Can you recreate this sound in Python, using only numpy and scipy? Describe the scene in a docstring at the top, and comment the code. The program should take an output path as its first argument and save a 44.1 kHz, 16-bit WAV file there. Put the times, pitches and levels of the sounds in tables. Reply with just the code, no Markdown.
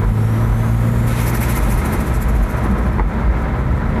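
"""Inside a turbocharged car on a concrete street, microphone at the driver's seat.
The engine drones under load while the turbo whistles upward. Tyres roar throughout; bumps make the
trim knock and the cabin boom. About a second in the throttle closes: the trapped boost rushes out
and flutters in a dying run of chuffs, while the turbo slows and the engine sinks under the road."""
import sys
import numpy as np
from scipy import signal
from scipy.fft import rfft, irfft
from scipy.io import wavfile
from scipy.ndimage import uniform_filter1d

SR = 44100
rng = np.random.default_rng(int(sys.argv[2]) if len(sys.argv) > 2 else 0)


def unload_audio(sound):
    """Save the sound as a 16-bit wav file, at the path given as the first command line argument."""
    columns = np.transpose(np.atleast_2d(sound))
    # keep every value between -1 and 1, then stretch to whole-number steps
    steps = np.round(np.clip(columns, -1, 1) * 32767)
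    wavfile.write(sys.argv[1], SR, steps.astype(np.int16))


N = 176400
TIME = np.arange(N) / SR
FREQS = np.maximum(np.fft.rfftfreq(N, 1 / SR), 1)
CUTOFF_HZ = 14250

# turbo spooling up and running down: time_s, whistle_hz, whistle_db, hiss_db
TURBO_SPOOL = [(0, 5000, -77, -47), (.2, 5450, -59, -44.5), (.42, 5880, -54.5, -43), (.8, 6697, -55, -41),
               (1.06, 7340, -52, -41), (1.2, 6900, -65, -50), (1.6, 5350, -72, -70), (2.0, 4190, -80, -78),
               (2.3, 3560, -80, -80), (2.95, 2500, -90, -90)]
# resonances of the intake piping: centre_hz, width_hz, lift_db
PIPE_RESONANCES = [(1870, 110, 5), (2140, 120, 7.5), (2500, 140, 5), (5497, 40, 4.5), (5790, 60, 3),
                   (6110, 50, 3.5), (6530, 55, 4), (7915, 40, 3.5), (10170, 120, 3.5), (11300, 70, 2.5),
                   (12095, 70, 2.5), (12940, 120, 2.5)]


def from_db(db):
    """Decibels to gain."""
    return 10 ** (np.asarray(db) / 20)


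def unit_power(x):
    """Scale to unit power."""
    return x / np.sqrt(np.mean(x ** 2) + 1e-20)


def in_time(rows):
    """Each column of a curve, sample by sample."""
    times, *columns = np.transpose(rows)
    return [np.interp(TIME, times, column) for column in columns]


def over_hz(points):
    """A dB table on the frequency grid."""
    hz, db = np.transpose(points)
    return np.interp(np.log(FREQS), np.log(hz), db)


def drift(rate_hz):
    """Random wander with spread 1, mostly slower than rate_hz."""
    return unit_power(irfft(rfft(rng.standard_normal(N)) / (1 + (FREQS / rate_hz) ** 2), N))


def flow_noise(colour, resonances=()):
    """Stereo turbulence with a broad colour and resonances; only its treble is wide."""
    # stereo width, side against middle: frequency_hz, level_db
    stereo_width = [(2750, -100), (3300, -47), (4200, -34.5), (6000, -13.5), (9000, -3.5), (14000, -7)]
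    db = over_hz(colour)
    for hz, width, lift_db in resonances:
        db = db + lift_db / (1 + (2 * (FREQS - hz) / width) ** 2)
    gain = from_db(db) / np.sqrt(1 + (colour[0][0] / FREQS) ** 4)  # rolls off below the first point
    mid, side = rfft(rng.standard_normal((2, N))) * gain
    side = side * from_db(over_hz(stereo_width))
    return unit_power(irfft(np.array([mid + side, mid - side]), N))


def breathy(hz, width_hz):
    """A narrow band of noise riding on a pitch; unit power."""
    phase = 2 * np.pi * np.cumsum(hz) / SR
    return drift(width_hz) * np.sin(phase) + drift(width_hz) * np.cos(phase)


def steadied(x, samples):
    """Even out the slow swings of a noise."""
    return x / np.sqrt(uniform_filter1d(np.mean(x ** 2, axis=0), samples) + 1e-12)


def swell(peak_s, rise_s, fall_s):
    """A rounded rise and fall about one moment."""
    return np.exp(-.5 * ((TIME - peak_s) / np.where(TIME < peak_s, rise_s, fall_s)) ** 2)


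def patchy(x, depth_db, rate_hz, count=12):
    """Let overlapping bands of a noise flicker each on their own."""
    spectrum = rfft(x)
    place = np.minimum(FREQS / CUTOFF_HZ, 1) * (count - 1)
    bands = (irfft(spectrum * np.maximum(1 - np.abs(place - k), 0), N) for k in range(count))
    return unit_power(sum(band * from_db(depth_db * drift(rate_hz)) for band in bands))


def engine(wobble=0.002, roughness=0.02):
    """Orders of the firing rate, each a little rough; they sink after the throttle closes."""
    # engine under load, then easing: time_s, firing_hz, level_db
    load = [(0, 103.6, -19), (.08, 107.1, -21.5), (.16, 107.6, -17.5), (.45, 113.1, -17), (.55, 111.6, -19),
            (.75, 114.1, -16), (1.09, 117.5, -17), (1.19, 114.8, -17.5), (1.33, 120.4, -19),
            (1.6, 120, -25), (1.9, 118, -31), (4, 115, -32.5)]
    # engine orders: firing_multiple, level_db
    orders = [(.5, -10.5), (1, 1.5), (1.5, -14.5), (2, -10), (2.5, -24), (3, -31), (4, -28.5), (4.5, -26.5)]
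    firing_hz, level_db = in_time(load)
    phase = 2 * np.pi * np.cumsum(firing_hz * (1 + wobble * drift(10.2))) / SR
    tones = 0
    for multiple, db in orders:
        gain = from_db(db) * (1 + roughness * drift(38))
        tones += gain * np.sin(multiple * phase + 2 * np.pi * rng.random())
    return np.sqrt(2) * from_db(level_db) * tones


def turbo(width_hz=130, waver_db=2.5):
    """The blades give a breathy whistle and its octave over the hiss of the intake."""
    # air through the intake piping: frequency_hz, density_db
    intake_colour = [(2000, 3), (3500, 2), (4900, -6), (5800, -6.5), (7500, -2.5), (9300, -4), (10400, 0),
                     (12000, 0.5), (14000, -8)]
    hz, whistle_db, hiss_db = in_time(TURBO_SPOOL)
    whistle = breathy(hz, width_hz) + breathy(2 * hz, 2 * width_hz)
    whistle *= from_db(whistle_db + waver_db * drift(9.6))
    return whistle + from_db(hiss_db) * flow_noise(intake_colour, PIPE_RESONANCES)


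def road(rough_db=1.0, wind_db=-55.5, flicker_db=2.5):
    """Tyres roar on concrete, the body drones low and a faint wind passes round the pillars."""
    # tyre roar: time_s, level_db
    tyre_level = [(0, -25.5), (.08, -30.5), (.3, -28), (1, -26.5), (1.3, -24.5), (1.6, -26), (1.95, -23.5),
                  (2.15, -26), (2.4, -28), (2.55, -24.5), (2.95, -26.5), (3.07, -27), (3.5, -24.5),
                  (3.75, -28), (4, -25)]
    # tyre spectrum from inside: frequency_hz, density_db
    tyre_colour = [(150, -15), (260, 7.5), (330, 5), (450, 4), (600, -0.5), (850, -2.5), (1400, -3.5),
                   (1650, -5.5), (2100, -7.5), (2800, -21.5), (3800, -24.5), (4900, -32.5), (9000, -43)]
    # tread and cabin resonances: centre_hz, width_hz, lift_db
    cabin_resonances = [(337, 11.4, 5), (617, 21, 7), (769, 33, 5.5), (988, 116, 6), (1294, 77, 5)]
    # body drone: time_s, level_db
    body_level = [(0, -22), (1.2, -18.5), (1.7, -18.5), (2.2, -16.5), (2.5, -20.5), (2.75, -15),
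                  (3.15, -18.5), (4, -17)]
    # body spectrum: frequency_hz, density_db
    body_colour = [(12, -38), (22, -34), (30, -34), (38, -1.5), (48, 2.5), (60, 3.5), (72, 1), (90, -7),
                   (125, -5.5), (160, -6.5), (190, -9.5), (225, -5), (265, -27), (400, -38), (800, -77)]
    # wind spectrum: frequency_hz, density_db
    wind_colour = [(1000, 5), (3500, -10), (6200, 1), (8000, 0), (9300, -3.5), (11500, -1), (14000, -5.5)]
    tyre_db, = in_time(tyre_level)
    body_db, = in_time(body_level)
    tyres = from_db(tyre_db + rough_db * drift(16.7)) * flow_noise(tyre_colour, cabin_resonances)
    body = from_db(body_db) * steadied(flow_noise(body_colour), samples=5000)
    wind = from_db(wind_db + flicker_db * drift(25)) * flow_noise(wind_colour)
    return tyres + body + wind


def trim_knocks(contact_db=-3, rattle_db=-3.5, rattle_s=0.0092):
    """Each knock is a sharp contact and a brief rattle that ring the modes of the trim."""
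    # contacts: start_s, level_db
    knocks = [(.02, -24), (.033, -20), (2.982, -20), (2.9955, -8.5), (3.004, -18.5), (3.537, -28)]
    # trim modes: pitch_hz, level_db, t60_s
    modes = [(287, -4, 0.043), (457, -2, 0.032), (670, -5, 0.031), (910, 3.5, .028), (1055, -3, 0.037),
             (1270, -5, .025), (1320, -3.5, .025), (1590, -14, .022), (1990, -7.5, 0.018)]
    taps = sum(from_db(db + contact_db) * (np.arange(N) == int(s * SR)) for s, db in knocks)
    tails = signal.lfilter([1], [1, -np.exp(-1 / (rattle_s * SR))], taps + 1e-18)
    rattle = from_db(rattle_db) * tails / np.sqrt(rattle_s * SR / 2)
    ringing = 0
    for k, (hz, db, t60) in enumerate(modes):
        decay, angle = from_db(-60 / (t60 * SR)), 2 * np.pi * hz / SR
        force = (-1) ** k * taps + rattle * rng.standard_normal(N)
        feedback = [1, -2 * decay * np.cos(angle), decay * decay]
        ringing += from_db(db) * signal.lfilter([0, np.sin(angle)], feedback, force)
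    return ringing


def cabin_booms(waver=0.081):
    """Each bump sets the cabin booming: a low, wavering tone that swells and fades."""
    # bumps: peak_s, level_db, pitch_hz, length_s
    bumps = [(0.077, -12.5, 49, 0.092), (0.534, -8.5, 48.1, 0.053), (1.668, -12.5, 50.2, .09),
             (1.769, -10.5, 44, .05), (1.977, -12, 63.2, 0.065), (2.309, -12.5, 55.15, 0.094),
             (2.426, -10, 50.5, 0.07), (2.721, -11.5, 193.4, 0.028), (2.852, -16, 184.7, 0.032),
             (3.025, -9, 52.04, 0.057), (3.29, -6, 62, 0.047), (3.73, -14.5, 66.2, 0.077),
             (3.84, -21, 61.7, 0.053)]
    wavering_time = np.cumsum(1 + waver * drift(21.7)) / SR
    booms = 0
    for peak_s, db, hz, length_s in bumps:
        tone = np.sin(2 * np.pi * (hz * wavering_time + rng.random()))
        booms += from_db(db) * swell(peak_s, length_s / 2, length_s / 2) * tone
    return booms


def boost_flutter(rough_db=1.4, chirp_db=-10.5, throat_db=-27.5, throat_growth=0.79):
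    """Boost escapes as a rush and about 14 chuffs a second, chirping at the slowing turbo's octave."""
    # rush of escaping boost: time_s, level_db
    rush_level = [(1.055, -72), (1.078, -31), (1.13, -30), (1.19, -26.5), (1.32, -35), (1.5, -31),
                  (1.7, -35.5), (1.95, -35.5), (2.2, -41), (2.6, -44), (3.0, -52), (4, -75)]
    # rush spectrum: frequency_hz, density_db
    rush_colour = [(400, 2), (900, 20), (1400, 3), (2200, 9.5), (2900, 4), (4000, 4), (4900, -2.5),
                   (6500, 0), (9300, -1.5), (10800, 2.5), (12500, -1), (14000, -6.5)]
    # dying run of chuffs: peak_s, level_db, length_s
    chuffs = [(1.08, -35, .017), (1.215, -31, 0.033), (1.279, -27, 0.029), (1.354, -26, 0.022),
              (1.424, -28.5, 0.03), (1.5, -30, 0.026), (1.57, -29, 0.025), (1.643, -35, 0.034),
              (1.715, -32.5, 0.035), (1.786, -34.5, 0.022), (1.859, -35.5, 0.022), (1.934, -32.5, .019),
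              (2.006, -31.5, .016), (2.075, -37.5, .021), (2.15, -36, 0.022), (2.221, -36, .021),
              (2.291, -38.5, 0.015), (2.362, -45, 0.019), (2.434, -40.5, 0.015), (2.504, -40, 0.026),
              (2.579, -43, .02), (2.642, -43.5, 0.02), (2.715, -46, .015), (2.786, -46.5, 0.016),
              (2.863, -53, .016), (2.928, -51, .018)]
    # chuff spectrum: frequency_hz, density_db
    chuff_colour = [(1500, -15), (2300, 1), (3300, -7.5), (4700, -5.5), (5800, -4), (8000, -3.5),
                    (9300, -3), (10600, 3.5), (12000, 3.5), (13200, 2), (14200, -12.5)]
    # low pipe resonances sounded by the chuffs: frequency_hz, density_db
    throat_colour = [(700, -13), (1300, 8), (2100, 1.5), (2500, -3), (3000, -31), (5000, -16)]
    rush_db, = in_time(rush_level)
    turbo_hz = in_time(TURBO_SPOOL)[0]
    pulses = sum(from_db(db) * swell(s, rise_s=0.43 * length, fall_s=0.71 * length)
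                 for s, db, length in chuffs)
    air = patchy(flow_noise(chuff_colour, PIPE_RESONANCES), depth_db=3.0, rate_hz=34)
    air *= from_db(rough_db * drift(90))
    chirp = from_db(chirp_db) * breathy(2 * turbo_hz, width_hz=530)
    rush = from_db(rush_db) * flow_noise(rush_colour, PIPE_RESONANCES)
    throat_gain = from_db(throat_db) * (pulses / pulses.max()) ** throat_growth
    return rush + pulses * (air + chirp) + throat_gain * flow_noise(throat_colour, PIPE_RESONANCES)


def scene():
    """Everything as heard from the driver's seat."""
    return engine() + turbo() + boost_flutter() + road() + cabin_booms() + trim_knocks()


def record(dry):
    """The recorder's limiter ducks briefly after the loudest peaks; the top is cut steeply."""
    threshold_db, attack_s, release_db_per_s = -7, 0.00081, 47
    over_db = np.maximum(20 * np.log10(np.abs(dry).max(axis=0) + 1e-9) - threshold_db, 0)
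    release_db = release_db_per_s * TIME
    held_db = np.maximum.accumulate(over_db + release_db) - release_db
    pole = np.exp(-1 / (attack_s * SR))
    limited = dry * from_db(-signal.lfilter([1 - pole], [1, -pole], held_db))
    return irfft(rfft(limited) / np.sqrt(1 + np.minimum(FREQS / CUTOFF_HZ, 1.1) ** 1200), N)


dry = scene()
out = record(dry)
unload_audio(out)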